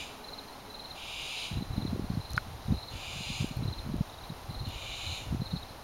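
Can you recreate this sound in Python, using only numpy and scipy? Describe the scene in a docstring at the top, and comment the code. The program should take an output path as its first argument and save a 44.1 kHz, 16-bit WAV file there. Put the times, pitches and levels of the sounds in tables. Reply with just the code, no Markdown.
"""Owls and crickets on a gusty night

Barn owls hiss about every two seconds: throat noise through resonances that brighten as the push goes on.
Crickets chirp in short runs of falling tones, with echoes, over a steady distant trill.
Gusts buffet the single microphone of a hand-held camera: flickering rumble, eddies and hard thumps.
The case ticks, scuffs and clicks once; traffic, a fading engine drone, hiss and a thin whine lie beneath."""
import sys
import numpy as np
from scipy import signal
from scipy.fft import rfft, irfft
from scipy.io import wavfile

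SR = 44100
rng = np.random.default_rng(int(sys.argv[2]) if len(sys.argv) > 2 else 0)


def wrap_up_sound(samples):
    """Save the sound to the file named by the first command line argument, as 16-bit audio."""
    columns = np.atleast_2d(samples).T
    # keep every value between -1 and 1, then stretch to whole-number steps
    tamed = np.clip(columns, -1, 1)
    steps = np.round(tamed * 32767).astype(np.int16)
    wavfile.write(sys.argv[1], SR, steps)


N = 257103
TIME = np.arange(N) / SR
FREQ = np.maximum(np.arange(N // 2 + 1) * SR / N, 1)


def undb(db):
    """Decibels to gain."""
    return 10 ** (np.asarray(db) / 20)


def unit(x):
    """Scale to rms 1."""
    return x / np.sqrt(np.mean(x ** 2))


def colour(points):
    """Gain at every frequency from (Hz, dB) points, straight on a log-frequency axis."""
    hz, db = np.transpose(points)
    return undb(np.interp(np.log(FREQ), np.log(hz), db))


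def shape(x, gain):
    """Filter by a gain at every frequency."""
    return irfft(rfft(x) * gain, N)


def noise(gain):
    """Noise of rms 1 with the given spectrum."""
    return unit(shape(rng.standard_normal(N), gain))


def resonance(hz, width_hz):
    """Gain of a resonance applied twice: steep skirts."""
    detune = (FREQ ** 2 - hz ** 2) / (FREQ * width_hz * np.sqrt(2))
    return 1 / (1 + detune ** 2)


def walk(rate_hz):
    """Slow random drift of rms 1."""
    return noise(1 / (1 + (FREQ / rate_hz) ** 4))


def level(points):
    """Level in dB at every moment from (s, dB) points."""
    return np.interp(TIME, *np.transpose(points))


def add(out, start_s, sound):
    """Mix a short sound in at its time."""
    i = max(int(start_s * SR), 0)
    out[i:i + len(sound)] += sound[:N - i]


def scatter(x, t60_s):
    """The fading echo that ground, trees and walls return."""
    t = TIME[:SR // 2]
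    after_gap = t > 0.004
    tail = rng.standard_normal(len(t)) * undb(-60 * t / t60_s) * after_gap
    return signal.fftconvolve(x, tail / np.linalg.norm(tail))[:N]


HISS_ATTACK_S, HISS_SWELL_S = 0.017, 0.12
HISS_RELEASE_DB_PER_S, BRIGHTEN_DB_PER_S = 115, 10


def hiss(start_s, length_s, level_db, swell_db, treble_db, throat, rasp_db=-0.06, low_hz=2200,
         edge_hz=4000, closed_db=-30, first_hz=3000, open_s=0.05):
    """Air forced through the throat; as the push goes on it wakes the upper resonances."""
    age = np.maximum(TIME - start_s, 0)
    swell = swell_db * np.exp(-age / HISS_SWELL_S)
    release = HISS_RELEASE_DB_PER_S * np.maximum(age - length_s, 0)
    effort_db = level_db - swell - release
    edge_db = treble_db - BRIGHTEN_DB_PER_S * np.maximum(length_s - age, 0)
    low_cut = 1 / np.sqrt(1 + (low_hz / FREQ) ** 24)
    air = 0
    for hz, width_hz, mode_db in throat:
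        # upper resonances take more of the brightening
        share = np.clip(np.log2(hz / edge_hz) + 0.22, 0, 1)
        # the beak opens during the first moments, and the lowest resonance comes in with it
        shut_db = closed_db * max(np.log2(first_hz / hz), 0) * np.exp(-age / open_s)
        mode = noise(resonance(hz, width_hz) * low_cut) * np.sqrt(width_hz / 800)
        air = air + mode * undb(mode_db + share * edge_db + shut_db)
    attack = np.minimum(age / HISS_ATTACK_S, 1)
    return air * attack * undb(effort_db + rasp_db * walk(90))


# Throat and beak resonances, one table per posture.
# Each row: centre in Hz, width in Hz, level in dB at a width of 800 Hz.
THROATS = {
    "A": [(2380, 370, -3.5), (2840, 450, -1), (3300, 420, -5.5), (3730, 370, -1.5), (4040, 260, -23),
          (4830, 500, -5.5), (6300, 700, -10.5), (7200, 1500, -5), (9200, 1600, -12)],
    "B": [(2404, 380, 0), (2886, 350, 0.5), (3280, 180, -17), (3560, 400, -2.5), (3970, 390, -4.5),
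          (4830, 310, -6), (6770, 1400, -9.5), (7400, 1200, -9.5), (9750, 1400, -19)],
    "C": [(2370, 380, -1), (2940, 280, 1.5), (3340, 280, -15), (3640, 290, 1), (4010, 370, -2),
          (4800, 820, -14), (6400, 940, -11), (7150, 1000, -5), (9500, 2000, -19.5)],
}
# Owl hisses. Each row: start in seconds, length of the push in seconds, level at full effort in dB,
# swell in dB, treble at the end of the push in dB, throat posture (a letter).
OWL_HISSES = [(-0.48, 0.49, -43.5, 10, -0.5, "B"), (0.945, 0.51, -40, 9, -6.5, "A"),
              (2.895, 0.52, -43, 9.5, 1, "B"), (4.65, 0.52, -43.5, 10.5, -1.5, "C")]


def owls(echo_db=-12):
    """The end of one hiss and three whole ones, with the echo of their surroundings."""
    calls = sum(hiss(*row, THROATS[posture]) for *row, posture in OWL_HISSES)
    return calls + undb(echo_db) * scatter(calls, t60_s=0.23)


# Night air and microphone hiss. 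Each row: frequency in Hz, relative density in dB per Hz.
NIGHT_COLOUR = [(20, 3.5), (100, 0.5), (250, -3.5), (480, -2.5), (800, 2.5), (1100, -2), (1700, -9.5),
                (3300, -12), (5000, -14.5), (7000, -18), (9500, -19), (12500, -21), (15500, -28.5)]
# Fading far engine. Each row: time in seconds, level in dB.
DRONE_LEVEL = [(0, -55), (.7, -55.5), (1.0, -72), (1.5, -90)]
# Its resonances. Each row: centre in Hz, width in Hz, relative gain in dB.
DRONE_RESONANCES = [(220, 38, -2), (270, 40, -5), (424, 20, 0)]
WHINE_HZ = 15734


def background(air_db=-47.5, whine_db=-83):
    """Far traffic, a fading engine drone, microphone hiss and the camera's thin electronic whine."""
    air = noise(colour(NIGHT_COLOUR)) * undb(air_db + 0.38 * walk(7.3))
    bands = sum(undb(db) * resonance(hz, width_hz) for hz, width_hz, db in DRONE_RESONANCES)
    drone = noise(bands) * undb(level(DRONE_LEVEL))
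    whine = np.sqrt(2) * np.sin(2 * np.pi * WHINE_HZ * TIME)
    return air + drone + undb(whine_db) * whine


def eddy(centre_s, db, hz, cycles):
    """One eddy briefly pushes the diaphragm to and fro; gives its start and its sound."""
    t = np.arange(-SR // 25, SR // 25) / SR
    push = np.cos(2 * np.pi * (hz * t + rng.random())) / np.cosh(t * hz / cycles)
    return centre_s + t[0], undb(db) * push


# Low rumble. Each row: time in seconds, level in dB before the flutter.
RUMBLE_LEVEL = [(0.0, -49), (0.1, -61.5), (1.23, -57.5), (1.38, -75), (1.59, -42.5), (2.6, -50.5),
                (2.74, -36), (2.79, -53), (3.99, -41.5), (4.12, -54), (4.61, -45), (5.21, -53),
                (5.29, -43.5), (5.83, -51)]
# Its spectrum. Each row: frequency in Hz, relative gain in dB.
RUMBLE_COLOUR = [(6, -37), (20, -12), (32, 0), (55, 1.5), (110, -1), (180, -17), (280, -16), (420, -25.5),
                 (800, -32), (2000, -95)]
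# Hardest eddies, heard as single thumps.
# Each row: centre in seconds, envelope peak in dB before thump_trim_db and the capsule leak, pitch in Hz.
THUMPS = [(1.625, -20.5, 200), (1.782, -16, 190), (1.853, -20, 260), (1.933, -17.5, 195), (1.996, -19, 274),
          (2.104, -17.5, 165), (2.175, -15.5, 176), (2.709, -13, 110), (2.724, -13, 183),
          (3.445, -17.5, 230), (3.943, -17, 225), (4.011, -12, 148), (5.327, -18, 173), (5.348, -17.5, 200),
          (5.42, -22, 201), (5.539, -17, 145)]
# Gusts, each a string of random eddies.
# Each row: start in seconds, length in seconds, mean eddy peak in dB before the capsule leak.
GUST_EDDIES = [(1.516, 0.1, -25.5), (1.73, 0.31, -28), (2.12, 0.09, -25.5), (2.335, 0.04, -28.5),
               (2.461, 0.09, -35.5), (2.681, 0.07, -23.5), (2.945, 0.025, -30), (3.144, 0.07, -32),
               (3.295, 0.025, -31.5), (3.413, 0.025, -23), (3.509, 0.025, -29.5), (3.575, 0.14, -25),
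               (3.865, 0.12, -29.5), (4.31, 0.025, -30), (4.498, 0.025, -28), (4.618, 0.09, -29.5),
               (5.08, 0.05, -32.5), (5.315, 0.115, -23), (5.535, 0.035, -29)]
EDDIES_PER_S, EDDY_HZ, EDDY_SCATTER_DB, EDDY_SCATTER_OCTAVES = 65, 125, 2, 0.42


def wind(thump_trim_db=-1.5, flutter_db=4.0, thump_cycles=0.31, eddy_cycles=0.37,
         jitter=0.3, leak_hz=40, swirl_db=-18, swirl_hz=230, swirl_width_hz=130):
    """A fluttering rumble, gusts that break into eddies, and a few hard thumps."""
    rumble = noise(colour(RUMBLE_COLOUR)) * undb(level(RUMBLE_LEVEL) + flutter_db * walk(30))
    eddies = np.zeros(N)
    for centre_s, db, hz in THUMPS:
        add(eddies, *eddy(centre_s, db + thump_trim_db, hz, thump_cycles))
    for start_s, length_s, db in GUST_EDDIES:
        for slot_s in np.arange(start_s, start_s + length_s, 1 / EDDIES_PER_S):
            late, force, size = rng.standard_normal(3)
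            centre_s = slot_s + jitter * late / EDDIES_PER_S
            hz = EDDY_HZ * 2 ** (EDDY_SCATTER_OCTAVES * size)
            add(eddies, *eddy(centre_s, db + EDDY_SCATTER_DB * force, hz, eddy_cycles))
    # each eddy sheds smaller, faster swirls
    swirls = undb(swirl_db) * eddies * noise(resonance(swirl_hz, swirl_width_hz))
    # the capsule leaks, so it cannot hold a steady push
    return rumble + shape(eddies + swirls, FREQ / (FREQ + leak_hz))


def wing_stroke(hz, length_s, fall_hz=350, bend=2.8, swell=2.55):
    """A tone that swells while its pitch falls, as the scraper slows along the file."""
    t = TIME[:int(length_s * SR)]
    pitch_hz = hz - fall_hz * (t / 0.0191) ** bend  # down by fall_hz at 19.1 ms
    envelope = np.sqrt(np.sin(np.pi * (t / length_s) ** swell).clip(0))
    return envelope * np.sin(2 * np.pi * np.cumsum(pitch_hz) / SR), pitch_hz


GAP_GROWTH_S = 0.005
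# shortfall of the first stroke: level, share of pitch, share of length; then the share left at each next one
COLD_DB, COLD_FLAT, COLD_SHORT, COLD_LEFT = -3, 0.031, 0.25, 0.45


def chirp(closure_s, db, hz, gap_s, length_s, count):
    """Strokes as (s, dB, Hz, length s): they slow down and grow louder, higher and longer."""
    for k in range(count):
        cold = COLD_LEFT ** k
        lasts_s = length_s * (1 - COLD_SHORT * cold)
        yield closure_s - lasts_s, db + COLD_DB * cold, hz * (1 - COLD_FLAT * cold), lasts_s
        closure_s = closure_s + gap_s + k * GAP_GROWTH_S


# Cricket chirps. Each row: first wing closure in seconds, strokes (count), level in dB before trim_db,
# starting pitch in Hz and (sixth) stroke length in seconds that the strokes approach,
# with the first gap between closures in seconds fifth; last, echo in dB before echo_db.
CRICKET_CHIRPS = [(0.253, 4, -37, 4300, 0.043, 0.024, -5.5), (0.446, 3, -46.5, 4340, 0.044, 0.018, -8),
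                  (0.712, 5, -38, 4253, 0.0445, 0.024, 0), (1.308, 4, -40.5, 4240, 0.042, 0.028, 7),
                  (1.509, 4, -40, 4130, 0.036, 0.019, 1), (1.739, 4, -41.5, 4240, 0.042, 0.026, 4.5),
                  (2.068, 3, -45, 4380, 0.041, 0.02, -10), (2.218, 4, -42, 4300, 0.044, 0.026, 3.5),
                  (2.682, 5, -42, 3890, 0.045, 0.013, -6), (2.751, 4, -41.5, 4300, 0.043, 0.025, 4),
                  (3.202, 4, -42, 4320, 0.043, 0.026, 4), (3.491, 3, -46.5, 4380, 0.038, 0.021, -5),
                  (3.644, 4, -39.5, 4270, 0.046, 0.026, 1.5), (4.103, 5, -42, 3870, 0.042, 0.012, -6),
                  (4.221, 3, -47, 4370, 0.04, 0.024, -8), (4.512, 4, -41, 4310, 0.045, 0.026, 2.5),
                  (5.028, 3, -35.5, 4255, 0.049, 0.022, 0), (5.425, 4, -40.5, 4334, 0.044, 0.027, 4),
                  (5.479, 4, -39.5, 3880, 0.047, 0.013, -6), (5.62, 3, -49, 4370, 0.039, 0.022, -7)]


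def crickets(trim_db=-1, echo_db=1, echo_hz=4210, echo_width_hz=130, chorus_db=-62, uneven_db=0.2):
    """Near crickets chirp by chirp, their echoes, and the steady trill of distant ones."""
    near, outward = np.zeros(N), np.zeros(N)
    for first_s, count, chirp_db, chirp_hz, gap_s, stroke_s, share_db in CRICKET_CHIRPS:
        for start_s, db, hz, length_s in chirp(first_s, chirp_db, chirp_hz, gap_s, stroke_s, count):
            stroke, pitch_hz = wing_stroke(hz, length_s)
            near_db = db + trim_db + uneven_db * rng.standard_normal()
            add(near, start_s, undb(near_db) * stroke)
            # the surroundings return mostly the pitches near echo_hz
            returned = stroke / (1 + ((pitch_hz - echo_hz) / echo_width_hz) ** 2)
            add(outward, start_s, undb(db + share_db + echo_db) * returned)
    chorus = noise(resonance(3970, 370)) * undb(chorus_db + 2 * walk(25))
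    return near + scatter(outward, t60_s=0.42) + chorus


# Ticks and scuffs of the case. Each row: start in seconds, level in dB before tick_trim_db and filtering,
# decay time constant in seconds, lower edge in Hz.
CASE_TICKS = [(2.3062, -38, 0.00053, 8000), (2.3173, -43, .0006, 4000), (2.3337, -36.5, .0006, 3500),
              (2.3663, -41, 0.00082, 3500), (2.3734, -43.5, 0.00068, 1500), (2.378, -42, 0.00055, 1500),
              (3.468, -44, .002, 13000), (3.488, -51, .006, 13000), (3.567, -48, 0.0076, 12000),
              (3.966, -45, 0.00069, 8000), (4.689, -44, 0.0018, 9000)]
# Their spectrum. Each row: frequency in Hz, gain in dB.
CASE_TICK_COLOUR = [(1500, -24), (3500, 5), (5200, 11.5), (7500, -1), (11500, 2), (15500, -8)]
# Case modes in the click. Each row: frequency in Hz, level in dB relative to CLICK_DB, t60 in seconds.
CASE_MODES = [(1453, 5.5, .014), (1200, -15, 0.0082), (1740, -5, 0.0088), (2100, -10, 0.014),
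              (2880, -20, 0.008)]
CLICK_S, CLICK_DB = 2.3782, -15.5


def camera_case(tick_trim_db=5, contact_s=0.00026, low_hz=900):
    """Plastic under the hand: tiny bright ticks and one click that rings the case."""
    t = TIME[:SR // 20]
    ticks = np.zeros(N)
    for start_s, db, decay_s, edge_hz in CASE_TICKS:
        scuff = rng.standard_normal(len(t)) * np.exp(-t / decay_s)
        bright = signal.lfilter(*signal.butter(2, edge_hz, "high", fs=SR), scuff)
        add(ticks, start_s, undb(db + tick_trim_db) * bright)
    out = shape(ticks, colour(CASE_TICK_COLOUR))
    ring = 0
    for hz, db, t60_s in CASE_MODES:
        ring = ring + undb(db) * np.exp(-np.log(1000) * t / t60_s) * np.sin(2 * np.pi * hz * t)
    ring = ring * (1 - np.exp(-t / contact_s))
    # so small a shell radiates no bass
    ring = signal.lfilter(*signal.butter(4, low_hz, "high", fs=SR), ring)
    add(out, CLICK_S, undb(CLICK_DB) * ring)
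    return out


def scene():
    """One microphone feeds both channels."""
    mono = owls() + background() + wind() + crickets() + camera_case()
    return np.array([mono, mono])


NOTCH_HZ, NOTCH_Q, TOP_HZ = 7860, 4.76, 15850


def record(dry):
    """The camera has a deep notch near 8 kHz and cuts the top."""
    notched = signal.lfilter(*signal.iirnotch(NOTCH_HZ, NOTCH_Q, fs=SR), dry)
    top_cut = signal.ellip(12, 0.2, 70, TOP_HZ, fs=SR, output="sos")
    return signal.sosfilt(top_cut, notched)


dry = scene()
out = record(dry)
wrap_up_sound(out)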